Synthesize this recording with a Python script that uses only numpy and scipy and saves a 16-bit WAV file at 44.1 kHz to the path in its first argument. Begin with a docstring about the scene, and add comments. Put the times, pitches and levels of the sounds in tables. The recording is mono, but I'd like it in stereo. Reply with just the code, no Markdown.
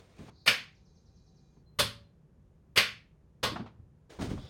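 """Starter solenoid tried twice in a garage

Two-channel microphone in the garage: the engine never turns. The plunger slides and slams as noise
clashes with ringing casting modes; the return spring clacks it back and a loose panel hums as a sine.
Dull knocks and rustling clothes are shaped noise. Behind lie low rumble, soft swishes, a faint whine
of fuzzy tones and thin bird-like whistles of gliding sines, heard mostly by way of the walls.
"""
import sys
import numpy as np
from scipy import signal
from scipy.fft import rfft, irfft, next_fast_len
from scipy.io import wavfile
from scipy.ndimage import map_coordinates

SR = 44100
rng = np.random.default_rng(int(sys.argv[2]) if len(sys.argv) > 2 else 0)


def int16_out(signal):
    """Quantize to a 16-bit WAV file."""
    q = np.round(np.clip(np.atleast_2d(signal).T, -1, 1) * 32767)
    wavfile.write(sys.argv[1], SR, q.astype(np.int16))


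N = 198052  # samples

# Low rumble of the room. Each row: frequency in Hz, relative level in dB per Hz.
RUMBLE_SPECTRUM = [(15, -38.5), (25, -15), (55, -1.5), (123, -7), (153, -1.5), (270, -16.5), (384, -16.5),
                   (714, -29.5), (962, -30.5), (1480, -37), (1740, -38), (2160, -43), (12200, -54),
                   (16000, -62.5)]
# Likeness of left and right in noise. Each row: frequency in Hz, correlation from 0 to 1.
STEREO_LIKENESS = [(30, 0.23), (100, .92), (250, 0.66), (500, 0.66), (1000, 0), (8000, 0.0078)]
# Reverberation of the garage. Each row: frequency in Hz, time to fall 60 dB in seconds.
GARAGE_DECAY = [(100, 0.58), (300, 0.21), (1000, 0.31), (2300, 0.32), (5000, 0.29), (9000, .24),
                (15000, 0.21)]
# Colour of each microphone port. Each row: frequency in Hz, gain in dB.
LEFT_PORT_GAIN = [(100, -0.45), (300, -1.5), (800, 1.5), (2300, 1), (4300, 2), (7000, 1.5), (9000, 5),
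                  (13000, -2.5)]
RIGHT_PORT_GAIN = [(100, 0.5), (300, -2), (2300, 3.5), (4300, -2), (7000, 5.5), (8300, -17.5), (10000, -10),
                   (13000, 0.5)]
# Tones of the faint whine. Each row: frequency in Hz, rms level in dB before the gain in whine().
WHINE_TONES = [(764.4, -84.5), (2433, -94.5), (3924, -89.5), (4005, -91), (4457, -88), (4780, -95.5),
               (5233, -99), (5615, -100), (6347, -89), (6944, -102)]
# Soft narrow swishes. Each row: start in seconds, length in seconds, centre in Hz, level in dB.
SWISH_EVENTS = [(0.118, 0.19, 2400, -71), (0.299, 0.38, 4380, -67), (4.352, 0.26, 3520, -60),
                (4.356, .2, 4850, -66.5)]
# Lone peeps of the bird. Each row: start in seconds, level in dB before the direct and wall gains.
PEEP_EVENTS = [(1.655, -74.5), (2.028, -78.5)]
# Two moves in rustling clothes. Each row of a move: time in seconds, rubbing in dB before fabric gain.
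CLOTHES_MOVES = [
    [(0.0, -70.5), (0.014, -76.5), (0.074, -80.5), (0.182, -77.5), (0.19, -70), (0.246, -73), (0.296, -70),
     (0.3, -75)],
    [(4.094, -84), (4.1, -66.5), (4.182, -72.5), (4.222, -51.5), (4.284, -65), (4.308, -60), (4.36, -69),
     (4.49, -75)],
]
# Colour of rubbed fabric. Each row: frequency in Hz, relative level in dB per Hz.
CLOTH_SPECTRUM = [(180, -25.5), (300, -8.5), (447, -6.5), (900, -16.5), (2700, -23.5), (3640, -21.5),
                  (7570, -32.5), (8500, -30.5), (11900, -44.5), (16000, -38)]
# Knocks around the car and footfalls. Each row: start in seconds, level in dB, hardness from 0 to 1.
KNOCK_EVENTS = [(0.190, -40, 0.22), (0.28, -45, 0.56), (1.563, -55, 0.23), (3.469, -33, 0.9),
                (3.516, -37, .33), (3.557, -31, .66), (3.594, -33, 0.44), (3.659, -43, 0.75),
                (3.788, -50, 0), (4.188, -30, 0.38), (4.213, -28.5, 0.18), (4.259, -34.5, 0.07),
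                (4.306, -29, .28), (4.375, -39.5, 0.45)]
# Parts of a knock, soft to hard contact. Each row: low Hz, high Hz, 60 dB decay in seconds, gain in dB.
KNOCK_BANDS = [(70, 135, 0.51, 0), (181, 290, 0.25, 0), (550, 1200, 0.07, -1), (1498, 3600, 0.13, -5)]
# Modes of starter and engine casting. Each row: frequency in Hz, relative pull-in dB, relative release dB.
CASTING_MODES = [(84, -54, -38), (113.3, -40.5, -33.5), (208, -43, -38.5), (245, -43, -38.5),
                 (442.7, -38.5, -39), (503, -35, -42.5), (581, -39, -35), (1088, -36, -35),
                 (1117, -37, -35.5), (1210, -37.5, -42), (1450, -32, -33.5), (1564, -32.5, -40),
                 (1640, -32.5, -45), (1878, -28, -31), (2060, -33, -31.5), (2085, -30, -41),
                 (2263, -31, -49), (2324, -27.5, -42.5), (2320, -31, -48.5), (2515, -31, -34.5),
                 (2830, -29, -49), (3000, -29, -42), (3030, -32, -43.5), (3490, -33, -28.5),
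                 (3570, -36, -45.5), (4140, -37.5, -29), (4280, -37.5, -39.5), (4610, -29, -46.5),
                 (4940, -35, -42.5), (5520, -37.5, -46.5)]
# Ringing time of those modes. Each row: frequency in Hz, time to fall 60 dB in seconds.
CASTING_DECAY = [(100, 0.65), (400, 0.28), (2000, 0.22), (5000, 0.24)]
# Dense metal clash at pull-in and at release. Each row: frequency in Hz, relative level in dB per Hz.
PULL_IN_SPECTRUM = [(53, -47), (90, -15), (296, -16), (568, -10.5), (915, -17), (1090, -7.5), (1270, -11),
                    (1410, -6), (2380, -0.5), (4750, -7.5), (7490, -24), (13700, -26), (16000, -26)]
RELEASE_SPECTRUM = [(41, -33), (70, -7.5), (121, -4.5), (286, -12), (593, 1), (711, -13.5), (892, -9),
                    (1120, -1), (1340, -5), (2270, -8.5), (3330, -0.5), (4690, -4), (7220, -21),
                    (9700, -22.5), (16000, -27.5)]
# The plunger slams home. 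Each row: start in seconds, level in dB, deep thump in dB.
PULL_IN_EVENTS = [(0.4757, -17, -2), (2.774, -15.5, -3)]
# The spring throws it back. Each row: start in seconds, level, deep thump, hollow knock, treble crack in dB.
RELEASE_EVENTS = [(1.7875, -20, 0, 0, -8), (3.4287, -22.5, 0.5, 6.5, -18.5)]


def amp(db):
    """Decibels to gain."""
    return 10 ** (np.asarray(db) / 20)


def unit(x):
    """Scale to rms 1."""
    return x / np.sqrt(np.mean(x ** 2) + 1e-20)


def along(points, hz):
    """(Hz, value) points read on a log frequency axis."""
    point_hz, values = np.transpose(points)
    return np.interp(np.log(hz + 1), np.log(point_hz + 1), values)


def colour(points):
    """Gain function of a (Hz, dB) spectrum."""
    return lambda hz: amp(along(points, hz))


def band(low_hz, high_hz, order=4):
    """Gain function of a soft-edged band."""
    def gain(hz):
        low_edge = 1 + (low_hz / (hz + 1)) ** (2 * order)
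        high_edge = 1 + (hz / high_hz) ** (2 * order)
        return 1 / np.sqrt(low_edge * high_edge)
    return gain


def filtered(x, response):
    """x times a response of frequency."""
    size = x.shape[-1]
    padded = next_fast_len(size + 8192)
    hz = np.fft.rfftfreq(padded, 1 / SR)
    return irfft(rfft(x, padded) * response(hz), padded)[..., :size]


def noise(gain, size):
    """Coloured stereo noise of rms 1; mid and side shares set how alike the ears are."""
    padded = next_fast_len(size)
    hz = np.fft.rfftfreq(padded, 1 / SR)
    angle = np.arccos(np.clip(along(STEREO_LIKENESS, hz), -1, 1)) / 2
    phases = np.exp(2j * np.pi * rng.random((2, len(hz))))
    spectra = phases * gain(hz) * [np.cos(angle), np.sin(angle)]
    mid, side = irfft(spectra, padded)[:, :size]
    return unit(np.array([mid + side, mid - side]))


def add(track, s, sound):
    """Mix a sound into the track at time s, in seconds."""
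    first = max(round(s * SR), 0)
    part = track[:, first:][:, :sound.shape[-1]]
    part += sound[..., :part.shape[-1]]


def echo(gain):
    """Half a second of garage reverberation; each frequency dies at its own speed."""
    size = SR // 2
    hz, t, bins = signal.stft(noise(gain, size), SR, nperseg=256)
    decay = amp(-60 * t / along(GARAGE_DECAY, hz)[:, None])
    return signal.istft(bins * decay, SR, nperseg=256)[1][:, :size]


def clash(gain, t, hold, t60, room_db):
    """A blow chatters for a moment, dies fast at its source and lingers in the room."""
    direct = noise(gain, len(t)) * amp(-60 * np.maximum(t - hold, 0) / t60)
    room_build_up = 1 - np.exp(-t / 0.043)
    return direct + amp(room_db) * echo(gain) * room_build_up


def rumble(level_db=-60.0):
    """Steady low room rumble: noise with most of its strength in the bass."""
    return amp(level_db) * noise(colour(RUMBLE_SPECTRUM), N)


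def whine(start_s=0.14, end_s=1.67, width_hz=14, tone_db=1, hiss_db=-83):
    """A faint cluster of fuzzy tones over thin hiss, perhaps the fuel pump priming."""
    t = np.arange(N) / SR
    fade_in = np.clip((t - start_s) / 0.035, 0, 1)
    fade_out = np.clip((end_s - t) / 0.12, 0, 1)

    def lines(hz):
        return sum(amp(db) * np.exp(-((hz - f) / width_hz) ** 2) for f, db in WHINE_TONES)

    level = np.linalg.norm([amp(db) for f, db in WHINE_TONES])
    tones = amp(tone_db) * level * noise(lines, N)
    hiss = amp(hiss_db) * noise(band(3400, 6700, order=10), N)
    return fade_in * fade_out * (tones + hiss)


def swishes(spread=1.08):
    """Brief swells of narrow hiss; spread is the ratio of band edge to centre."""
    out = np.zeros((2, N))
    for s, length, hz, db in SWISH_EVENTS:
        swell = signal.windows.tukey(round(length * SR), .5)
        hiss = noise(band(hz / spread, hz * spread, order=16), len(swell))
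        add(out, s, amp(db) * swell * hiss)
    return out


def whistle(start_hz, end_hz, length_s):
    """One thin bird note: a sine gliding evenly in pitch, with soft ends."""
    t = np.arange(round(length_s * SR)) / SR
    pitch = start_hz * (end_hz / start_hz) ** (t / length_s)
    return np.sin(2 * np.pi * np.cumsum(pitch) / SR) * signal.windows.tukey(len(t))


def bird(first_s=.745, last_s=1.356, count=7, trill_db=-71.5, direct_db=-6, room_db=-1):
    """An even run of thin falling whistles and two peeps, heard mostly by way of the garage walls."""
    notes = np.zeros((2, N))
    for s in np.linspace(first_s, last_s, count):
        add(notes, s, amp(trill_db) * whistle(start_hz=6650, end_hz=3600, length_s=.036))
    for s, db in PEEP_EVENTS:
        add(notes, s, amp(db) * whistle(start_hz=4140, end_hz=4090, length_s=.05))
    tail = echo(band(100, 12000))
    tail = tail / np.linalg.norm(tail[0])
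    walls = signal.fftconvolve(notes, tail, axes=1)[:, :N]
    return amp(direct_db) * notes + amp(room_db) * walls


def shuffle(fabric_db=15.5, catch_db=1):
    """Fabric rubs in uneven little catches; the passing body pushes air at the microphone."""
    out = np.zeros((2, N))
    t = np.arange(N) / SR
    for move in CLOTHES_MOVES:
        rubbing_db = np.interp(t, *np.transpose(move), left=-120, right=-120)
        catches = np.interp(t * 150, np.arange(1000), rng.standard_normal(1000))  # 150 a second
        out += amp(rubbing_db + catch_db * catches + fabric_db) * noise(colour(CLOTH_SPECTRUM), N)
    swell = signal.windows.hann(round(.26 * SR))
    air = noise(band(31, 59), len(swell))[0]  # one channel, so alike at both ears
    add(out, 4.2, amp(-44) * swell * air)
    return out


def knocks(rise_s=0.0038, fall_db=32):
    """Blows on panels and floor: thud, hollow body, knock and scuff; hard contact favours the higher."""
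    out = np.zeros((2, N))
    t = np.arange(SR // 2) / SR
    rise = 1 - np.exp(-t / rise_s)
    places = np.linspace(0, 1, len(KNOCK_BANDS))  # from soft to hard
    for s, db, hardness in KNOCK_EVENTS:
        for place, (low_hz, high_hz, t60, gain_db) in zip(places, KNOCK_BANDS):
            part = clash(band(low_hz, high_hz), t, hold=0.005, t60=t60, room_db=-9.5)
            part_db = db + gain_db - fall_db * abs(hardness - place)
            add(out, s, amp(part_db) * part * rise)
    return out


def panel(s=1.79, hz=570, db=-45, t60=.62):
    """The first release sets a loose piece of sheet metal humming: one dying sine."""
    t = np.maximum(np.arange(N) / SR - s, 0)
    return amp(db - 60 * t / t60) * np.sin(2 * np.pi * hz * t)


def ripple(spacing_hz, depth_db):
    """Gain function of countless small treble resonances: a fixed run of peaks and dips."""
    knots = rng.standard_normal(4000)

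    def gain(hz):
        peaks = np.clip(map_coordinates(knots, [hz / spacing_hz], mode='mirror'), -2, 1.7)
        treble = np.interp(hz, [2500, 5000], [0, 1])
        return amp(depth_db * treble * peaks)
    return gain


def casting(t, released, tone, blur_hz=6):
    """The casting's modes; reflections blur their phase, differently at each ear for the higher ones."""
    hz, pull_db, release_db = np.transpose(CASTING_MODES)[:, :, None]
    phase, spread = rng.standard_normal((2, len(CASTING_MODES), 1))
    steps = rng.standard_normal((len(CASTING_MODES), len(t)))
    drift = np.cumsum(steps, 1) * np.sqrt(2 * np.pi * blur_hz / SR)
    mode_db = release_db if released else pull_db
    levels = tone(hz) * amp(mode_db - 60 * t / along(CASTING_DECAY, hz))
    # a neighbouring mode's drift serves as the difference between the ears
    skew = (spread + np.roll(drift, 1, axis=0) / 2) * np.minimum(hz / 2200, .8)
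    angle = 2 * np.pi * (hz * t + phase) + drift
    return np.array([(levels * np.sin(angle + side * skew)).sum(0) for side in (-1, 1)])


def blow(released, rise_s, chatter_s, crack_db, thump_db=0, knock_db=0, metal=None):
    """One blow of the plunger: a dense clash, the ringing casting and a treble crack."""
    t = np.arange(SR // 2) / SR
    tone = colour([(130, thump_db), (500, knock_db), (1100, knock_db), (1800, 0)])
    spectrum = colour(RELEASE_SPECTRUM if released else PULL_IN_SPECTRUM)

    def clash_gain(hz):
        return spectrum(hz) * tone(hz) * metal(hz)

    body = clash(clash_gain, t, chatter_s, t60=0.16, room_db=-0.5 if released else 0.0)
    body = body + amp(18.5 if released else 14) * casting(t, released, tone)
    if released:
        body = body * amp([[1], [-1.2]])  # dB: leans to the left
    crack = amp(crack_db) * clash(band(10000, 10000), t, chatter_s, t60=.12, room_db=-0.5)
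    return (body + crack) * (1 - np.exp(-t / rise_s))


def solenoid(slide_s=.016, slide_db=-9.5):
    """Pull-in is a short, quieter slide and a hard slam; the spring's return is softer and deeper."""
    out = np.zeros((2, N))
    metal = ripple(spacing_hz=70, depth_db=5)
    for s, db, thump_db in PULL_IN_EVENTS:
        slide = blow(False, rise_s=0.0076, chatter_s=slide_s, crack_db=-10.5, knock_db=5.5, metal=metal)
        add(out, s - slide_s, amp(db + slide_db) * slide)
        slam = blow(False, rise_s=0.00081, chatter_s=0.0045, crack_db=-20, thump_db=thump_db, metal=metal)
        add(out, s, amp(db) * slam)
    for s, db, thump_db, knock_db, crack_db in RELEASE_EVENTS:
        clack = blow(True, 0.006, 0.012, crack_db, thump_db, knock_db, metal)
        add(out, s, amp(db) * clack)
    return out


def scene():
    """The solenoid and the small sounds around it, over a low room rumble."""
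    background = rumble() + whine() + swishes() + bird()
    return background + shuffle() + knocks() + panel() + solenoid()


def record(dry, top_hz=16100):
    """Each microphone port has its own colour, the right with a treble notch; nothing passes top_hz."""
    def ports(hz):
        return amp([along(LEFT_PORT_GAIN, hz), along(RIGHT_PORT_GAIN, hz)]) * (hz < top_hz)
    return filtered(dry, ports)


dry = scene()
out = record(dry)
int16_out(out)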